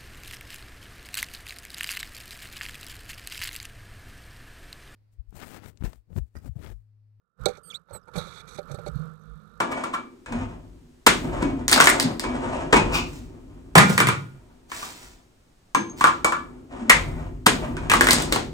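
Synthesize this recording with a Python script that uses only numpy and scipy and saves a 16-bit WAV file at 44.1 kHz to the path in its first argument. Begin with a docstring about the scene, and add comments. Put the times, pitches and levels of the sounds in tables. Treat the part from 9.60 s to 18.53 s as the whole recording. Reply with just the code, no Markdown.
"""In a cluttered storeroom, a lever can crusher on a wooden post flattens two cans, one after the other. An
empty can knocks in the cradle, a slap on the lever buckles it and a pull folds it in a run of snaps. The lever
clanks home, the flat can slides out and drops into a bin; a second can is fetched and crushed. Blows are short
clicks that ring the metal and fill the room; strokes are filtered noise and tiny snaps. Low hums, singing cans
and a finger's brief squeak are sine tones."""
import sys
import numpy as np
from scipy import signal
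from scipy.fft import rfft, irfft, next_fast_len
from scipy.io import wavfile

SR = 44100
rng = np.random.default_rng(int(sys.argv[2]) if len(sys.argv) > 2 else 0)


def dump_mix(stems):
    """Bounce the given channels to the path in sys.argv[1] as a 16-bit WAV at rate SR."""
    frames = np.atleast_2d(stems).T  # one column per channel
    limited = np.clip(frames, -1, 1)  # hard clip at full scale
    pcm = np.round(limited * 32767).astype(np.int16)
    wavfile.write(sys.argv[1], SR, pcm)


N = 393813
ECHO_SIZE = 30000  # samples in one blow and its echo
ECHO_TIME = np.arange(ECHO_SIZE) / SR  # seconds
ECHO_PATTERNS = 12

# Faint noise of the air. Each row: frequency in Hz, level in dB.
AIR_TONE = [(30, -3.5), (250, -13.5), (700, -19.5), (2000, -27), (8000, -33), (16000, -45)]
AIR_DB = -60.5
# How long the echo takes to fade by 60 dB. Each row: frequency in Hz, time in seconds.
ROOM_T60 = [(250, 0.63), (600, 0.33), (1500, 0.23), (5000, 0.31), (16000, 0.035)]
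# How alike diffuse sound is at left and right. Each row: frequency in Hz, likeness from 0 to 1.
LIKENESS = [(100, 0.93), (250, 0.83), (600, 0.042), (5000, 0.014), (7500, 0.95), (15000, 1)]
# Lag of the far microphone port for a side of 1. Each row: frequency in Hz, lag in radians.
PORT_PHASE = [(200, 0.2), (800, 1.6), (1500, 1.7), (2800, 3.89), (6500, 8.5), (8500, 6.6), (11500, 3.7),
              (15500, 1)]
# Tone of the ports. Each row: frequency in Hz, level in dB.
PORT_COLOUR = [(8500, 1), (10300, -0.5), (11800, -7), (13200, 0.5), (14500, 5), (16000, -4.5)]
CUTOFF_HZ = 16100

# Moves of the hands on the crusher. Each row: start in seconds, length in seconds, post rumble in dB,
# frame drone in dB, rub in dB.
STROKES = [(0, 0.2, -57, -38, -36), (0.657, 0.15, -35.5, -42, -38), (1.587, 0.32, -32, -32, -37),
           (2.083, 0.31, -38.5, -30, -27.5), (2.603, 0.24, -38, -32.5, -34.5), (2.81, 0.22, -37, -34, -32),
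           (3.148, 0.16, -31, -34.5, -32.5), (3.517, 0.66, -48.5, -50, -61),
           (4.683, 0.81, -57.5, -58.5, -65.5), (6.262, .7, -49, -45, -56), (7.088, 0.29, -46.5, -39, -38.5),
           (7.3, 0.29, -31, -40.5, -41.5), (7.904, 0.77, -32.5, -34.5, -38.5),
           (8.698, 0.19, -38.5, -41, -57)]
STROKE_ATTACK_S = 0.063
RUMBLE_FADE_DB_PER_S, DRONE_FADE_DB_PER_S, RUB_FADE_DB_PER_S = 42, 33.5, 101.5
# Buckles and clanks also jolt the post and the frame, this far below their own level.
JOLT_RUMBLE_DB, JOLT_DRONE_DB, JOLT_ATTACK_S = -24.5, -37.5, 0.013
# Tone of the shaken post. Each row: frequency in Hz, level in dB.
RUMBLE_TONE = [(22, -28.5), (36, -0.5), (50, 1), (75, -9.5), (102, -4), (125, -11), (160, -5), (300, -63.5)]
# Resonances of the frame. Each row: frequency in Hz, width in Hz, level in dB.
FRAME_RESONANCES = [(239.4, 15, 2), (265.3, 29, 0), (359.7, 52, -3.5)]
# Resonances of the lever. 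Each row: frequency in Hz, width in Hz, level in dB.
LEVER_RESONANCES = [(527, 85, 2.5), (750, 180, -1.5), (905, 160, -0.5), (1200, 250, -5.5), (1600, 680, -12),
                    (2840, 1800, -18.5), (5900, 14000, -30.5)]

# Cans shift in the bin and under the fingers. Each row: start in seconds, length in seconds, level in dB.
RUSTLES = [(3.42, 0.14, -50.5), (4.24, 0.074, -35), (5.08, 0.18, -39), (5.3, 0.17, -50),
           (6.355, 0.04, -38.5)]
# Tone of the rustling. Each row: frequency in Hz, level in dB.
RUSTLE_TONE = [(300, -7), (900, -3.5), (2500, -6.5), (8000, -9.5), (16000, -17)]
# The flat can slides out of the cradle. Each row: start in seconds, length in seconds, level in dB.
SLIDES = [(3.315, 0.042, -16)]
# Tone of the sliding. Each row: frequency in Hz, level in dB.
SLIDE_TONE = [(300, -19), (1200, 1), (1900, -14.5), (2450, 3.5), (2600, 2), (2760, -0.5), (3100, -11),
              (5700, -14), (16000, -27.5)]
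# Metal crinkles between the loud folds. Each row: start in seconds, length in seconds, level in dB.
CRINKLES = [(2.09, 0.18, -30), (8.29, 0.32, -27), (8.71, 0.027, -22.5)]
# The frame or something near it hums low when struck or strained. Each row: start in seconds,
# length in seconds, level in dB, first pitch in Hz, last pitch in Hz; level and pitch then waver.
LOW_HUMS = [(0.706, 0.13, -30, 251, 241), (1.823, .16, -30.5, 278, 254), (2.432, 0.022, -19, 241.4, 237.7),
            (7.194, 0.12, -29.5, 235.6, 249.6), (8.333, 0.22, -29, 350, 344.7),
            (8.357, 0.22, -28, 240.2, 244.5)]
# One thin mode of the can or its tab sings out; the brief high tone at 6.298 s is a finger squeaking on the
# can. Each row: start in seconds, level in dB, pitch in Hz, # time to fade by 60 dB in seconds.
PINGS = [(0.129, -34.5, 2250, 0.64), (4.402, -24.5, 2340, .2), (6.148, -23, 1625, 0.24),
         (6.148, -31, 6330, 0.35), (6.298, -37.5, 6460, .15), (6.645, -20, 2275, 0.3),
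         (7.3, -3.5, 1918, 0.13), (7.301, -19, 2930, .17)]

# The flat can lands and bounces in the bin. Each row: start in seconds, level in dB, strongest frequency
# in Hz, length of the contact in seconds.
DROPS = [(4.153, -6.5, 815, 0.0034), (4.161, -10.5, 183.3, 0.0095), (4.177, -7.5, 2000, 0.007),
         (4.292, -18, 201.5, 0.012), (4.378, -16, 1913, 0.0014), (4.402, -14.5, 1493, 0.0011),
         (4.408, -20.5, 137.1, 0.0067), (4.47, -22, 2230, 0.0015), (4.486, -20, 1320, 0.0017)]
# The hand catches the lever, or it meets its stops. Each row: start in seconds, level in dB,
# strongest frequency in Hz, length of the contact in seconds.
CLANKS = [(0.66, -40, 1600, 0.0027), (0.722, -32, 800, 0.0035), (1.822, -21, 319.6, 0.0048),
          (2.446, -25.5, 171, 0.0082), (2.637, -27.5, 1000, 0.004), (3.126, -9.5, 872, 0.0051),
          (3.138, -13.5, 402, 0.005), (3.158, -20, 2650, 0.014), (8.168, -33.5, 1510, 0.0012)]
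# An empty can knocks against the cradle or its fellows. Each row: start in seconds, level in dB,
# strongest frequency in Hz, length of the contact in seconds.
KNOCKS = [(0.002, -15.5, 945, 0.0036), (0.112, -24.5, 980, 0.015), (0.236, -22.5, 1050, 0.0045),
          (0.33, -25, 1260, 0.015), (5.117, -28.5, 1600, 0.0013), (5.225, -30, 1200, 0.0035),
          (6.148, -11.5, 1050, 0.00097), (6.409, -15, 1170, 0.0024), (6.441, -9, 1320, 0.00073),
          (6.468, -16, 1270, 0.0051), (6.645, -12, 1012, 0.0026), (6.646, -20.5, 7630, 0.0013),
          (6.722, -21, 1266, 0.0013)]
# A blow on the lever buckles the can. Each row: start in seconds, level in dB, strongest frequency in Hz,
# length of the contact in seconds.
BUCKLES = [(1.464, -11.5, 1369, 0.0069), (7.861, -13, 1388, 0.0067)]
# The panel goes slack as it buckles, so its pitch dives; the level is against the blow.
DIVE_S, DIVE_END_HZ, DIVE_DB = 0.017, 150, 1.5
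# The loudest folds of the wall under the ram, big facets low and small ones high. Each row: start in
# seconds, level in dB, strongest frequency in Hz, length of the snap in seconds.
FOLDS = [(2.081, -19.5, 6350, 0.00094), (2.096, -24, 4490, .001), (2.115, -20, 8500, 0.00078),
         (2.122, -20.5, 1600, 0.0013), (2.128, -10, 4660, .0018), (2.161, -16.5, 765, 0.0008),
         (2.177, -18, 1282, 0.0013), (2.202, -8, 1450, 0.00035), (2.21, -19, 6000, 0.0018),
         (2.221, -19.5, 1508, .002), (2.242, -21, 7220, 0.00099), (2.258, -22.5, 6710, 0.00079),
         (2.271, -10, 2020, 0.0021), (2.292, -21, 7800, 0.00086), (2.299, -22, 7560, .001),
         (2.399, -18.5, 4950, 0.0013), (2.424, -27, 4180, 0.0039), (2.596, -28.5, 5150, 0.0013),
         (7.296, -7, 2200, 0.0053), (7.297, -19.5, 8300, 0.00365), (8.298, -18.5, 2620, 0.003),
         (8.316, -14.5, 1600, 0.0013), (8.337, -13.5, 1210, 0.0011), (8.409, -11.5, 1686, 0.0014),
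         (8.444, -29, 8170, .001), (8.47, -16, 1710, 0.00115), (8.487, -16, 2070, 0.0015),
         (8.508, -11, 4900, 0.0013), (8.531, -17, 7900, 0.0018), (8.622, -29.5, 7800, .002),
         (8.725, -19.5, 4300, 0.001), (8.759, -21, 810, 0.0024)]

# Ringing modes of the bin and the flat can in it. Each row: frequency in Hz, level in dB,
# time to fade by 60 dB in seconds.
BIN_MODES = [(104, -6.5, 0.22), (200, 6, 0.15), (1025, 0, 0.14), (1238, -2.5, .3), (1428, -6, 0.47),
             (2340, 1.5, .2)]
# Ringing modes of the steel lever. Each row: frequency in Hz, level in dB,
# time to fade by 60 dB in seconds.
LEVER_MODES = [(245, -11.5, .4), (981, 1, 0.16), (2250, -2, .22), (2500, 0, 0.32)]
# Ringing modes of the hollow, empty can. Each row: frequency in Hz, level in dB,
# time to fade by 60 dB in seconds.
CAN_MODES = [(246, -27.5, 0.57), (1063, -4, 0.06), (1180, 6.5, 0.04), (1354, 5.5, 0.034), (1686, -19, 0.29),
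             (2300, -16, 0.18), (342, -7.5, 0.35)]
# Ringing modes of the buckling wall. Each row: frequency in Hz, level in dB,
# time to fade by 60 dB in seconds.
WALL_MODES = [(230, -15, .35), (1200, 0, 0.032), (1400, 5, .035), (2090, -3, 0.1)]
# Tone of a crack of thin metal. Each row: frequency in Hz, level in dB.
CRACK_TONE = [(60, -1.5), (200, 17), (600, 12.5), (1200, 8.5), (2000, 6), (2900, 3), (5000, -0.5),
              (8200, -1), (16000, -19.5)]
# Edges of the bands in which each contact gets its level. Each entry: frequency in Hz.
BAND_EDGES_HZ = [90, 450, 1000, 1700, 3500, 9500, 16000]
# How well the thin metal radiates in each of those bands. Each entry: level in dB.
RADIATION_DB = [0.94, -2.5, 0.76, 1, -0.88, 1]


def from_db(db):
    """Decibels to gain."""
    return 10 ** (np.asarray(db) / 20)


def rms_one(x):
    """Scale to rms 1."""
    return x / np.sqrt(np.mean(x ** 2) + 1e-20)


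def at_hz(points, hz):
    """Read a table on a log-frequency axis."""
    points = np.array(points)
    return np.interp(np.log(np.maximum(hz, 1)), np.log(points[:, 0]), points[:, 1])


def bins(size):
    """Frequencies of a transform."""
    return np.arange(size // 2 + 1) * SR / size


def colour(x, spectrum):
    """Causal (minimum-phase) filter with the given dB spectrum."""
    size = 2 * next_fast_len(x.shape[-1] // 2 + 2048)
    cepstrum = irfft(np.log(from_db(at_hz(spectrum, bins(size)))))
    # folding the cepstrum forward in time keeps the filter from sounding early
    cepstrum[1:size // 2] *= 2
    cepstrum[size // 2 + 1:] = 0
    return irfft(rfft(x, size) * np.exp(rfft(cepstrum)))[..., :x.shape[-1]]


def band(x, low, high, order=2):
    """Butterworth band-pass."""
    sos = signal.butter(order, [low, high], "band", fs=SR, output="sos")
    return signal.sosfilt(sos, x + 1e-18)


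def resonate(x, modes):
    """Pass a sound through parallel resonances of alternating sign, then scale to rms 1."""
    total = 0
    for k, (hz, width, db) in enumerate(modes):
        b, a = signal.iirpeak(hz, hz / width, fs=SR)
        total = total + (-1) ** k * from_db(db) * signal.lfilter(b, a, x + 1e-18)
    return rms_one(total)


def diffuse(size):
    """White stereo noise, as alike left and right as sound from all around."""
    fast = next_fast_len(size, True)
    mid, side = rfft(rng.standard_normal((2, fast)))
    alike = np.clip(at_hz(LIKENESS, bins(fast)), 0, 0.99)
    stereo = np.sqrt(1 + alike) * mid + np.sqrt(1 - alike) * side * [[1], [-1]]
    return rms_one(irfft(stereo, fast)[:, :size])


def clicks(size, per_s, spread_db):
    """Random tiny snaps of very uneven strength."""
    strength = from_db(spread_db * np.minimum(rng.exponential(1, size), 4))
    return (rng.random(size) < per_s / SR) * strength * rng.choice([-1, 1], size)


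def jerks(per_s, spread_db):
    """Uneven gain, as of a joint that sticks and lets go."""
    steps = np.arange(N) / SR * per_s
    return from_db(spread_db * np.interp(steps, np.arange(ECHO_SIZE), rng.standard_normal(ECHO_SIZE)))


def swells(rows, attack_s, fade_db_per_s):
    """Gain over time of moves (start, length, dB): each rises, holds for its length and fades; powers add."""
    t, power = np.arange(0, N, 20) / SR, 0
    for start, length, db in rows:
        rise = np.clip((t - start) / attack_s, 0, 1)
        fade_db = fade_db_per_s * np.maximum(t - start - length, 0)
        power = power + (rise * from_db(db - fade_db)) ** 2
    return np.interp(np.arange(N) / SR, t, np.sqrt(power))


def storeroom(wet_db, build_s, late_db, late_t60):
    """Echo of one click: the direct sound, dense scatter off shelves, and a faint long ring of sheet walls."""
    tail, edges = 0, np.geomspace(50, 17000, 15)
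    noises = diffuse(ECHO_SIZE), diffuse(ECHO_SIZE)
    for k, (low, high) in enumerate(zip(edges, edges[1:])):
        t60 = at_hz(ROOM_T60, np.sqrt(low * high))
        scatter = 1000 ** (-ECHO_TIME / t60)
        late_ring = from_db(late_db) * 1000 ** (-ECHO_TIME / late_t60)
        tail = tail + band(noises[k % 2], low, high) * (scatter + late_ring) / np.sqrt(t60)
    tail = rms_one(tail * (1 - np.exp(-ECHO_TIME / build_s))) / np.sqrt(ECHO_SIZE)
    return from_db(wet_db) * tail + (ECHO_TIME == 0)


def in_room(dry, room):
    """Play a sound in the room at unchanged power."""
    unit_room = room / np.linalg.norm(room, axis=1, keepdims=True)
    return signal.fftconvolve(dry[None], unit_room, axes=1)[:, :N]


def ports(x, side, pan_db):
    """Sound from one side reaches the two microphone ports out of step."""
    size = next_fast_len(N + ECHO_SIZE, True)
    turn = np.exp(0.5j * side * at_hz(PORT_PHASE, bins(size)) * np.array([[1], [-1]]))
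    return irfft(rfft(x, size) * turn, size)[:, :N] * from_db([[pan_db / 2], [-pan_db / 2]])


def still_air():
    """Steady, faint noise from all around, strongest in the bass."""
    return from_db(AIR_DB) * rms_one(colour(diffuse(N), AIR_TONE))


def shaking(column, jolt_db, fade_db_per_s):
    """Gain of a part that both strokes and blows set going; their powers add."""
    strokes = [(row[0], row[1], row[column]) for row in STROKES]
    blows = [(s, JOLT_ATTACK_S, db) for s, db, *_ in BUCKLES + CLANKS]
    jolts = from_db(jolt_db) * swells(blows, JOLT_ATTACK_S, fade_db_per_s)
    return np.hypot(swells(strokes, STROKE_ATTACK_S, fade_db_per_s), jolts)


def post_rumble():
    """The wooden post shakes with strokes and blows: bass-heavy noise."""
    return shaking(2, JOLT_RUMBLE_DB, RUMBLE_FADE_DB_PER_S) * rms_one(colour(diffuse(N), RUMBLE_TONE))


def frame_drone():
    """The steel frame resonates at a few low pitches when shaken."""
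    drone = band(resonate(diffuse(N), FRAME_RESONANCES), 93, 490)
    return shaking(3, JOLT_DRONE_DB, DRONE_FADE_DB_PER_S) * drone


def pivot_rub(room):
    """The pivots slip in small jerks as the lever moves, and the slips ring the lever."""
    slips = band(resonate(clicks(N, per_s=1200, spread_db=1.5), LEVER_RESONANCES), 520, 8700, order=4)
    strokes = [(start, length, rub_db) for start, length, _, _, rub_db in STROKES]
    gain = swells(strokes, STROKE_ATTACK_S, RUB_FADE_DB_PER_S)
    return in_room(gain * jerks(per_s=45, spread_db=4.0) * slips, room)


def grains(gain, tone, room, per_s, spread_db):
    """Dense little snaps and slips under a stroke, heard in the room."""
    return in_room(rms_one(colour(clicks(N, per_s, spread_db), tone)) * gain, room)


def rustle(room):
    """Shifting cans touch in dense, tiny, very uneven clicks."""
    gain = swells(RUSTLES, attack_s=0.058, fade_db_per_s=124.5)
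    return grains(gain, RUSTLE_TONE, room, per_s=6200, spread_db=6.5)


def slide(room):
    """The flat can scrapes out of the cradle in dense, nearly even slips."""
    gain = swells(SLIDES, attack_s=0.062, fade_db_per_s=397.5)
    return grains(gain, SLIDE_TONE, room, per_s=1800, spread_db=0.5)


def crinkle(room):
    """Small creases in the metal snap sparsely while the ram moves."""
    gain = swells(CRINKLES, attack_s=0.022, fade_db_per_s=250.5)
    return grains(gain, CRACK_TONE, room, per_s=200, spread_db=3)


def low_hums(waver_hz, attack_s, fade_db_per_s):
    """The frame or something near it, struck or strained, gives a nearly steady, wavering low hum."""
    out = np.zeros(N + ECHO_SIZE)
    for s, length, db, first_hz, last_hz in LOW_HUMS:
        # both wander to a new random value 60 times a second
        waver, strength = (np.interp(ECHO_TIME * 60, np.arange(64), row)
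                           for row in rng.standard_normal((2, 64)))
        hz = np.interp(ECHO_TIME, [0, length], [first_hz, last_hz]) + waver_hz * waver
        fade_db = fade_db_per_s * np.maximum(ECHO_TIME - length, 0)
        gain = np.minimum(ECHO_TIME / attack_s, 1) * from_db(db + 4.6 * strength - fade_db)
        out[round(s * SR):][:ECHO_SIZE] += gain * np.sin(2 * np.pi * np.cumsum(hz) / SR)
    return out[:N]


def pings():
    """Thin rings of the can, and a brief squeak of a finger: fading sines with a random waver in level, like
    that of close modes beating."""
    out = np.zeros(N + ECHO_SIZE)
    for s, db, hz, t60 in PINGS:
        ring = from_db(db - 60 * ECHO_TIME / t60) * np.sin(2 * np.pi * hz * ECHO_TIME)
        out[round(s * SR):][:ECHO_SIZE] += ring
    return out[:N] * jerks(per_s=110, spread_db=3.5)


def band_levels(db, centre_hz, fall_db, thud_db, sizzle_db):
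    """A contact is loudest near its own frequency, fall_db weaker an octave away and flatter beyond."""
    middles = np.sqrt(np.multiply(BAND_EDGES_HZ[:-1], BAND_EDGES_HZ[1:]))
    octaves = np.abs(np.log2(middles / centre_hz))
    levels = db + np.array(RADIATION_DB) - fall_db * octaves ** 0.64
    # the body sets the bass thud and the top sizzle
    return levels + thud_db * (middles == middles[0]) + sizzle_db * (middles == middles[-1])


def contacts(rows, modes, rooms, fall_db, thud_db, sizzle_db, ring_db, detune, chatter_db, wet_db,
             pop_db=-14, pop_cycles=13):
    """Each contact snaps and chatters; it cracks, pops at its own pitch, rings the modes and fills the room."""
    out, (hz, mode_db, t60) = np.zeros((2, N + ECHO_SIZE)), np.transpose(modes)
    t, attack, padded = ECHO_TIME[:ECHO_SIZE // 2], int(0.02 * SR), ECHO_SIZE * 3 // 2
    crack = colour(1.0 * (t == 0), CRACK_TONE)
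    decay = from_db(mode_db)[:, None] * 1000 ** (-t / t60[:, None])
    filters = [signal.butter(3, edge, "band", fs=SR, output="sos")
               for edge in zip(BAND_EDGES_HZ, BAND_EDGES_HZ[1:])]
    for k, (s, level_db, centre_hz, length) in enumerate(rows):
        progress = np.minimum(ECHO_TIME / max(length, 1e-4), 6)
        to_come = np.exp(-progress ** 2)
        # the chatter swells and dies
        chatter = clicks(attack * 2, per_s=6000, spread_db=3) * (progress * to_come)[:attack * 2]
        # the longer the contact, the more of it is chatter
        force = from_db(chatter_db) * chatter / (np.linalg.norm(chatter) + 1e-9) * length * 1000
        force[0] += 1
        # facets face different ways, so echo patterns take turns; echoes build up while the contact lasts
        echo_gain = from_db(wet_db) * np.linalg.norm(force) * (1 - to_come)
        arrivals = echo_gain * rooms[k % len(rooms)]
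        arrivals[:, :len(force)] += force
        # a dent changes the shape, so the modes shift and share the blow differently every time
        shift, share = rng.standard_normal((2, len(hz), 1))
        tones = np.sin(2 * np.pi * hz[:, None] * (1 + detune * shift) * t)
        ring = (from_db(3 * share) * decay * tones).sum(0)
        # the pop fades by 60 dB in pop_cycles cycles
        pop_gain = from_db(pop_db - 60 * np.minimum(t * centre_hz / pop_cycles, 4))
        pop = pop_gain * np.sin(2 * np.pi * centre_hz * t)
        body = crack + pop + from_db(ring_db) * ring
        heard = irfft(rfft(body, padded) * rfft(arrivals, padded))[:, :ECHO_SIZE]
        start = max(round(s * SR), 0)
        # each band is set to its level over the first 20 ms
        for sos, db in zip(filters, band_levels(level_db, centre_hz, fall_db, thud_db, sizzle_db)):
            part = signal.sosfilt(sos, heard)
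            loudness = part[:, :attack].std(axis=1, keepdims=True)
            out[:, start:start + ECHO_SIZE] += from_db(db) * part / loudness
    return out[:, :N]


def bin_drops(rooms):
    """The flat can strikes the bin with long chatter and rings both."""
    return contacts(DROPS, BIN_MODES, rooms, fall_db=7.0, thud_db=-1.5, sizzle_db=1.0, ring_db=-39.5,
                    detune=0.0037, chatter_db=3.0, wet_db=0.6)


def lever_clanks(rooms):
    """A catch or a stop strikes the steel lever, with some thud and little sizzle."""
    return contacts(CLANKS, LEVER_MODES, rooms, fall_db=8.0, thud_db=1.5, sizzle_db=-8.5, ring_db=-36,
                    detune=0.0047, chatter_db=-3.0, wet_db=0.6)


def can_knocks(rooms):
    """A light knock rings the hollow can strongly at nearly fixed pitches."""
    return contacts(KNOCKS, CAN_MODES, rooms, fall_db=11.5, thud_db=0.0, sizzle_db=-1, ring_db=-22,
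                    detune=0.0072, chatter_db=-1.5, wet_db=0.6, pop_cycles=14.7)


def dives():
    """A buckling panel pops inward: one short swell of sound that plunges in pitch."""
    out, progress = np.zeros(N + ECHO_SIZE), np.minimum(ECHO_TIME / DIVE_S, 1)
    for s, db, first_hz, _ in BUCKLES:
        hz = first_hz + (DIVE_END_HZ - first_hz) * progress ** 2
        gain = from_db(db + DIVE_DB) * np.sin(np.pi * progress)
        out[round(s * SR):][:ECHO_SIZE] += gain * np.sin(2 * np.pi * np.cumsum(hz) / SR)
    return out[:N]


def can_buckles(rooms):
    """A blow makes the wall give way: a broad, chattering crack with a diving pop."""
    crack = contacts(BUCKLES, WALL_MODES, rooms, fall_db=2.5, thud_db=-3.0, sizzle_db=-1.0, ring_db=-48.5,
                     detune=0.041, chatter_db=4, wet_db=-1.4)
    return crack + dives()


def wall_folds(rooms):
    """The ram folds the wall facet by facet, each snap with its own pitch and shifted modes."""
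    return contacts(FOLDS, WALL_MODES, rooms, fall_db=8.0, thud_db=-5.5, sizzle_db=1.0, ring_db=-37.5,
                    detune=0.04, chatter_db=-4, wet_db=-1.3)


def scene():
    """The crusher on the left, the bin and the spare cans on the right, in still air."""
    rooms = [storeroom(wet_db=0, build_s=0.00094, late_db=-29.5, late_t60=0.8)
             for _ in range(ECHO_PATTERNS)]
    moving = post_rumble() + frame_drone() + pivot_rub(rooms[1])
    scraping = slide(rooms[-1]) + crinkle(rooms[-1])
    tones = low_hums(waver_hz=15, attack_s=0.02, fade_db_per_s=218.5) + pings()
    striking = lever_clanks(rooms) + can_knocks(rooms) + can_buckles(rooms) + wall_folds(rooms)
    crusher = moving + scraping + tones + striking
    bin_side = rustle(rooms[0]) + bin_drops(rooms)
    return still_air() + ports(bin_side, side=-0.82, pan_db=-0.2) + ports(crusher, side=0.8, pan_db=1.3)


def record(dry):
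    """The ports colour the high treble, the loudest peaks overload softly, the top is cut."""
    heard = colour(dry, PORT_COLOUR)
    rounded = heard / (1 + heard ** 6) ** (1 / 6)
    top_cut = signal.ellip(10, 0.1, 70, CUTOFF_HZ, fs=SR, output="sos")
    return signal.sosfilt(top_cut, rounded)


dry = scene()
out = record(dry)
dump_mix(out)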